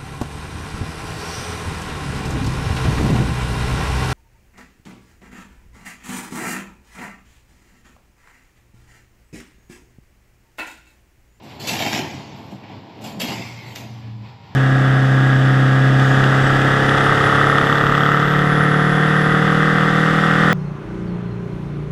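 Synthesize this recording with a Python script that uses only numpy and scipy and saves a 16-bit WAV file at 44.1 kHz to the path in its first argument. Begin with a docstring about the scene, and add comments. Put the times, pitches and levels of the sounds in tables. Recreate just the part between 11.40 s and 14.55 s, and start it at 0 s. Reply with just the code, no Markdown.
"""A factory hall, a few steps from a carton sealing and strapping line.
Air valves hiss, steel arms clack, loose parts rattle, and cartons scrape and thump along
a roller conveyor. After a hard double clack the strap whirs through its guide,
and a geared motor hums lower as it pulls the strap tight, then dies away."""
import sys
import numpy as np
from scipy import signal
from scipy.fft import rfft, irfft, next_fast_len
from scipy.io import wavfile
from scipy.ndimage import uniform_filter1d, map_coordinates

SR = 44100
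rng = np.random.default_rng(int(sys.argv[2]) if len(sys.argv) > 2 else 0)


def wav_out(sig):
    """Save sig, one row per channel (or a flat mono array), as 16-bit PCM at SR to the path in sys.argv[1]."""
    wavfile.write(sys.argv[1], SR, np.round(np.clip(np.atleast_2d(sig).T, -1, 1) * 32767).astype(np.int16))


N = 138915
T = np.arange(N) / SR

# blows of the arms, and short valve ticks near 0.2, 1.64 and 2.36 s: start_s, steel_db, panel_db, snap_db
CLACKS = [(.2, -57, -60, -44), (.2763, -23, -35, -26.5), (.2905, -21.5, -22, -19), (.301, -28, -23, -17),
          (.3356, -24, -19, -23), (.353, -24.5, -31, -22), (.393, -34, -36, -21),
          (.402, -24.5, -12.5, -26), (.423, -26, -14, -20.5), (.452, -38.5, -15, -23),
          (.464, -29, -18.5, -21), (.482, -35, -37, -20), (.5262, -26, -52, -20), (.55, -24.5, -25, -27),
          (.565, -33, -34, -29), (.5896, -38, -24, -22.5), (1.112, -45, -34.5, -60),
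          (1.295, -64, -30.5, -54), (1.62, -51, -48, -42), (1.6416, -40.5, -31, -39),
          (1.802, -20.5, -28.5, -27.5), (1.8152, -19.5, -36, -21), (1.882, -30.5, -21.5, -35),
          (1.915, -36, -24.5, -38), (2.3595, -33.5, -36, -25), (2.408, -46, -39, -37)]
# ringing modes of arm and panels: pitch_hz, level_db, t60_s
STEEL_MODES = [(2010, -25.5, 0.24), (2160, -5, 0.3), (2175, -2, 0.28), (2640, -1, 0.15), (2694, 2.5, 0.15),
               (3140, -20, .13), (3183, 1.5, 0.13), (3730, -3, 0.39), (4900, -11, .1), (7450, -6.5, 0.25),
               (12000, -23, .12)]
PANEL_MODES = [(636.4, -3, 0.083), (723.5, 1.5, 0.099), (806, -0.5, 0.14), (893, -9.5, 0.19),
               (1001, -16, 0.4), (1406, -10.5, 0.076)]
# tone of the crack and of the contact snap: freq_hz, level_db
CRACK_EQ = [(100, -26), (500, 5.5), (1300, -12), (1800, -7), (2500, 4.5), (3300, 5), (5000, -13),
            (8000, -13.5), (14000, -12)]
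SNAP_EQ = [(300, -33), (1400, -5.5), (2200, 7), (2750, 4.5), (3300, 6.5), (4200, -18.5), (5200, 1.5),
           (7500, -8.5), (10000, -9.5), (14000, -14.5)]

def arm_clacks(crack_t60=0.098, steel_trim_db=-13, panel_trim_db=-9, snap_t60=0.013, swell_s=0.0018):
    """Each blow snaps and cracks, then rings the steel arm and sheet panels, each from its own spot."""
    out, t = np.zeros(N), T[:SR // 2]
    crack_noise, snap_noise = noise(CRACK_EQ), noise(SNAP_EQ)
    for start_s, steel_db, panel_db, snap_db in CLACKS:
        crack = snippet(crack_noise, len(t)) * amp(-60 * t / crack_t60)
        arm = amp(steel_db) * (crack + amp(steel_trim_db) * ring(STEEL_MODES, t))
        panels = amp(panel_db + panel_trim_db) * ring(PANEL_MODES, t)
        snap = snippet(snap_noise, len(t)) * amp(snap_db - 60 * t / snap_t60)
        swell = 1 - np.exp(-t / swell_s)
        add(out, start_s, hall((arm + panels) * swell + snap, wet_db=-7))
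    return out


# cartons landing on the bed: start_s, level_db, pitch_hz
LANDINGS = [(0.306, -26, 177), (0.336, -31, 165), (0.405, -26.5, 123), (.428, -30, 257),
            (.46, -21.5, 271.5), (0.534, -28, 187), (.565, -26, 253), (0.593, -23, 274), (0.671, -28, 108),
            (.715, -31, 292), (.745, -30, 113), (0.769, -32, 207), (1.118, -24.5, 196.6),
            (1.728, -25.5, 214), (1.768, -24, 183), (1.83, -19, 233), (1.886, -22, 141),
            (1.986, -27.5, 168), (2.401, -38.5, 278)]
# dull, boxy tone of cardboard: freq_hz, level_db
CARDBOARD_EQ = [(25, -45), (60, -32), (105, -2), (180, -0.5), (270, 0.5), (380, -4), (520, -10), (760, -6),
                (1000, -10), (1200, -23.5), (3000, -26), (8000, -49)]

def carton_thumps(t60=0.16, attack_s=0.0067, puff_db=-8):
    """A carton lands softly: one boxy note and a dull puff."""
    out, t, puff = np.zeros(N), T[:SR // 2], noise(CARDBOARD_EQ)
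    for start_s, level_db, pitch_hz in LANDINGS:
        body = np.sin(2 * np.pi * pitch_hz * t) + amp(puff_db) * snippet(puff, len(t))
        envelope = 1.27 * amp(level_db - 60 * t / t60) * (1 - np.exp(-t / attack_s))
        add(out, start_s, envelope * body)
    return hall(out, wet_db=-7)


# exhaust bursts: start_s, length_s, level_db, sag_db_per_s, rise_s, sizzle_over_hiss_db
EXHAUSTS = [(.01, 0.15, -52, 12, 0.031, -14), (0.195, 0.096, -37.5, -23, 0.007, -16),
            (0.27, 0.082, -30, 37, 0.005, -4), (0.38, 0.21, -33, 11, 0.012, -9),
            (0.943, 0.22, -60.5, 18, 0.019, -3.5), (1.607, 0.029, -46.5, 1, 0.012, -10),
            (1.638, 0.066, -40, 77, 0.0034, -15), (1.798, 0.14, -29.5, 86, 0.0015, -6.5),
            (2.352, 0.067, -37.5, 99, 0.003, -12)]
# broad hiss and its bright top: freq_hz, level_db
HISS_EQ = [(200, -3), (1400, -2), (2400, 6.5), (4500, 6), (6300, -4), (7500, 0), (10000, -7), (13500, -5)]
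SIZZLE_EQ = [(3000, -35), (6000, -1), (9500, -6.5), (14000, 0)]

def air_valves():
    """Valves vent; the hiss sags as the pressure falls, and tight ports sizzle on top."""
    hiss, sizzle = noise(HISS_EQ), noise(SIZZLE_EQ)
    jets = sum(gates([burst], release_s=0.24) * (hiss + amp(sizzle_db) * sizzle)
               for *burst, sizzle_db in EXHAUSTS)
    return hall(jets * amp(0.54 * wobble(58.6)), wet_db=-10.5)


# bouts of rattling: start_s, length_s, level_db, sag_db_per_s, rise_s
RATTLE_BURSTS = [(.235, 0.035, -35.5, 0, 0.013), (.28, 0.25, -31.5, 10, .012),
                 (.522, 0.062, -32, 0, 0.0048), (1.83, 0.37, -36, 37, 0.012)]
# tone of the small contacts: freq_hz, level_db
RATTLE_EQ = [(200, -43), (900, 4.5), (1350, -8.5), (1900, 0.5), (2300, 3), (2900, -3), (4000, -9),
             (4700, -2.5), (6300, -10), (13500, -35)]

def loose_parts(bounce_hz=67.2, depth_db=5):
    """Strap and loose parts bounce unevenly, each bounce a cluster of small contacts."""
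    bounce_phase = np.cumsum(bounce_hz * amp(2.5 * wobble(43))) / SR % 1
    surge = amp(depth_db * (1 - 2 * bounce_phase) + 1.2 * wobble(45))
    contacts = grains(700, RATTLE_EQ, smooth_db=-7)
    return hall(contacts * gates(RATTLE_BURSTS, release_s=0.11) * surge, wet_db=-3)


# fader ride of the strap feed: time_s, level_db
STRAP_RIDE = [(1.82, -66), (1.9, -47.5), (2.06, -43.5), (2.16, -55), (2.24, -50), (2.3, -46), (2.335, -49),
              (2.45, -69.5)]
# narrow ring of the guide: freq_hz, level_db
GUIDE_EQ = [(2000, -39), (4000, -17), (4450, 9), (4750, -10), (5600, -20), (9000, -42.5)]

def strap_feed(squeal_hz=2380, fall_hz_per_s=460, width_hz=450, waver_hz=55, guide_db=-10, hiss_db=-1):
    """The sliding strap hisses and sings in a band that sinks as it slows; its guide rings higher up."""
    start_s = STRAP_RIDE[0][0]
    pitch_hz = squeal_hz - fall_hz_per_s * np.maximum(T - start_s, 0) + waver_hz * wobble(70)
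    phase = 2 * np.pi * np.cumsum(pitch_hz) / SR
    squeal = unit(wobble(width_hz) * np.sin(phase) + wobble(width_hz) * np.cos(phase))
    rub = squeal + amp(guide_db) * noise(GUIDE_EQ) + amp(hiss_db) * noise(HISS_EQ)
    return hall(rub * amp(curve(STRAP_RIDE)) * (T > start_s), wet_db=-11)


# fader ride of the motor: time_s, level_db
MOTOR_RIDE = [(1.84, -62), (1.9, -40), (2.1, -39), (2.38, -41), (2.5, -36.5), (2.64, -35.5), (2.7, -32.5),
              (2.83, -32.5), (2.87, -35), (2.89, -46), (2.96, -45), (3.0, -52), (3.15, -53)]
# rotor and gear tones: pitch_ratio, level_db
MOTOR_PARTIALS = [(1, -0.5), (1.795, -11), (2.28, -24), (2.68, -22.5)]
# low rumble of the frame: freq_hz, level_db
FRAME_EQ = [(40, -18), (85, 4), (130, 5), (230, -23), (400, -29), (1500, -62)]

def motor(rotor_hz=117.4, sag_hz_per_db=0.9, waver_hz=1.2, flutter_db=0.7, rumble_db=-14):
    """A geared motor hums louder and lower as it pulls the strap tight; its frame rumbles along."""
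    level_db = curve(MOTOR_RIDE)
    strain_db = np.maximum(level_db + 36, 0)  # only the loudest stretch drags the pitch down
    pitch_hz = rotor_hz - sag_hz_per_db * strain_db + waver_hz * wobble(20)
    phase = 2 * np.pi * np.cumsum(pitch_hz) / SR
    hum = sum(amp(db + flutter_db * wobble(30)) * np.sin(ratio * phase) for ratio, db in MOTOR_PARTIALS)
    return amp(level_db) * (np.sqrt(2) * hum + amp(rumble_db) * noise(FRAME_EQ))


# fader ride of the sliding cartons: time_s, level_db
DRAG_RIDE = [(0, -47), (.19, -45), (.26, -34), (.31, -32), (.45, -31), (.6, -26.5), (.7, -40.5), (.95, -43),
             (1.52, -46), (1.63, -34.5), (1.79, -41), (1.9, -31.5), (2, -33.5), (2.1, -53.5), (2.45, -41.5),
             (2.6, -71), (3.15, -70)]

def carton_drag():
    """Cardboard drags and booms over the bed."""
    drag = grains(4000, CARDBOARD_EQ, smooth_db=3) * amp(1.8 * wobble(30))
    return hall(drag * amp(curve(DRAG_RIDE)), wet_db=-5)


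# touches on the side rail: start_s, length_s, level_db, sag_db_per_s, rise_s
RAIL_TOUCHES = [(.05, 0.074, -50.5, 0, 0.028), (1.19, 0.12, -49.5, 6, 0.071)]
# papery tone of the scrape: freq_hz, level_db
SCRAPE_EQ = [(300, -23), (900, -1), (1500, 2), (2400, 10), (3200, 1), (4500, -11), (7000, -27),
             (13500, -61)]

def rail_scrapes():
    """Cardboard brushes softly along the rail."""
    brush = grains(900, SCRAPE_EQ, smooth_db=1) * amp(3.6 * wobble(35.5))
    return hall(brush * gates(RAIL_TOUCHES, release_s=0.16), wet_db=-12)


# tone of the rollers: freq_hz, level_db
ROLLER_EQ = [(25, -31), (55, -21), (100, 2.5), (200, -3), (330, -13), (480, -14), (800, -11.5), (1000, -11),
             (1250, -22), (1550, -22.5), (2300, -19.5), (3500, -23), (5300, -30.5), (6600, -45.5),
             (7500, -41.5), (10000, -74), (13500, -45)]
# fader ride of the rollers: time_s, level_db
ROLLER_RIDE = [(0, -42.5), (.9, -41.5), (1.4, -43.5), (2.4, -42), (2.85, -45), (3.15, -45)]

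def conveyor():
    """Rollers tick and rumble under everything."""
    rollers = hall(grains(1200, ROLLER_EQ, smooth_db=3), wet_db=0.5)
    return rollers * amp(curve(ROLLER_RIDE) + 1.66 * wobble(14))


# background machine tones: pitch_hz, level_db
DRIVE_TONES = [(102, -54), (267, -59.5), (797, -63), (996, -65)]

def other_drives():
    """Other drives in the hall whine faintly and unsteadily."""
    whine = sum(amp(db + 4.6 * wobble(8.38)) * np.sin(2 * np.pi * hz * T + 0.44 * wobble(14))
                for hz, db in DRIVE_TONES)
    return np.sqrt(2) * whine


# reverb time of the hall: freq_hz, t60_s
HALL_DECAY = [(100, 0.87), (500, 0.84), (2500, 0.86), (7000, 0.99), (14000, 0.66)]

def hall(x, wet_db):
    """Direct sound, glances off nearby machinery and the long tail of the hall."""
    hz, t, bands = signal.stft(rng.standard_normal(SR), SR, nperseg=256)
    envelope = amp(-60 * t / along(HALL_DECAY, hz)[:, None]) * (1 - np.exp(-t / 0.003))
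    tail = signal.istft(bands * envelope, SR, nperseg=256)[1]
    impulse = amp(wet_db) * tail / np.linalg.norm(tail)
    echo_samples = (rng.uniform(0.003, 0.03, 8) * SR).astype(int)
    impulse[echo_samples] += 0.13 * rng.choice([-1, 1], 8)
    impulse[0] = 1  # direct sound
    return signal.fftconvolve(x, impulse / np.linalg.norm(impulse))[:N]


def treble_flicker(x, depth_db):
    """Narrow bands flicker at random, most deeply from 3 kHz up."""
    hz, _, bands = signal.stft(x, SR, nperseg=1024)
    flicker = uniform_filter1d(rng.standard_normal(bands.shape), size=3, axis=0)
    flicker = unit(uniform_filter1d(flicker, size=7, axis=1))
    gain = amp(depth_db * np.clip(hz / 3000, 0, 1)[:, None] * np.clip(flicker, -2, 2))
    gain /= np.sqrt(np.mean(gain ** 2, axis=1, keepdims=True))
    return signal.istft(bands * gain, SR, nperseg=1024)[1][:N]


def ring(modes, t, spread=0.0133):
    """Decaying modes; weight and tuning vary with the point of contact."""
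    return sum(amp(db + 2 * rng.normal() - 60 * t / t60)
               * np.sin(2 * np.pi * (hz * (1 + spread * rng.normal()) * t + rng.random()))
               for hz, db, t60 in modes)


def grains(per_s, eq, smooth_db):
    """Tiny random contacts over a smooth rub."""
    ticks = (rng.random(N) < per_s / SR) * rng.standard_normal(N)
    return coloured(unit(ticks) + amp(smooth_db) * rng.standard_normal(N), eq)


def gates(bursts, release_s):
    """Envelope of bursts that rise, sag and release; a negative sag swells."""
    envelope = np.zeros(N)
    for start_s, length_s, level_db, sag_db_per_s, rise_s in bursts:
        age = T - start_s
        held_db = level_db - sag_db_per_s * np.clip(age, 0, length_s)
        release_db = 60 * np.maximum(age - length_s, 0) / release_s
        envelope += amp(held_db - release_db) * np.clip(age / rise_s, 0, 1)
    return envelope


def amp(db):
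    """Decibels to gain."""
    return 10 ** (np.asarray(db) / 20)


def unit(x):
    """Scale to rms 1."""
    return x / np.sqrt(np.mean(x ** 2) + 1e-20)


def along(points, hz):
    """Read (freq_hz, value) points on a log axis."""
    freqs, values = np.transpose(points)
    return np.interp(np.log(hz + 1), np.log(freqs + 1), values)


def curve(points):
    """(time_s, value) points as one value per sample."""
    return np.interp(T, *np.transpose(points))


def wobble(rate):
    """A smooth random curve, rate knots a second."""
    return map_coordinates(rng.standard_normal(6000), [T * rate + 2])


def filtered(x, response):
    """Apply a gain that depends on frequency."""
    size = next_fast_len(N + SR // 2)
    return irfft(rfft(x, size) * response(np.fft.rfftfreq(size, 1 / SR)), size)[:N]


def coloured(x, eq):
    """x through an EQ curve, at rms 1."""
    return unit(filtered(x, lambda hz: amp(along(eq, hz))))


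def noise(eq):
    """Coloured noise of rms 1."""
    return coloured(rng.standard_normal(N), eq)


def snippet(x, samples):
    """A random stretch of x."""
    return np.roll(x, rng.integers(N))[:samples]


def add(out, start_s, x):
    """Mix x in at start_s."""
    i = max(0, round(start_s * SR))
    out[i:i + len(x)] += x[:N - i]


def scene():
    """The mono mix: bright, flickering machinery over cardboard, motor hum and the factory bed."""
    bright = treble_flicker(arm_clacks() + air_valves() + loose_parts() + strap_feed(), depth_db=4.6)
    cardboard = rail_scrapes() + carton_thumps() + carton_drag()
    return (bright + cardboard + motor() + conveyor() + other_drives())[None]


# colour of the microphone: freq_hz, gain_db
MIC_EQ = [(1000, 0.5), (7800, 2), (8200, -16), (8700, -9.5), (9800, -1.5), (10900, -8), (12000, 2),
          (14000, -2.5)]

def record(dry, top_hz=14100):
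    """A small microphone with an uneven treble and a band limit."""
    return filtered(dry[0], lambda hz: amp(along(MIC_EQ, hz)) * (hz < top_hz))[None]


dry = scene()
out = record(dry)
wav_out(out)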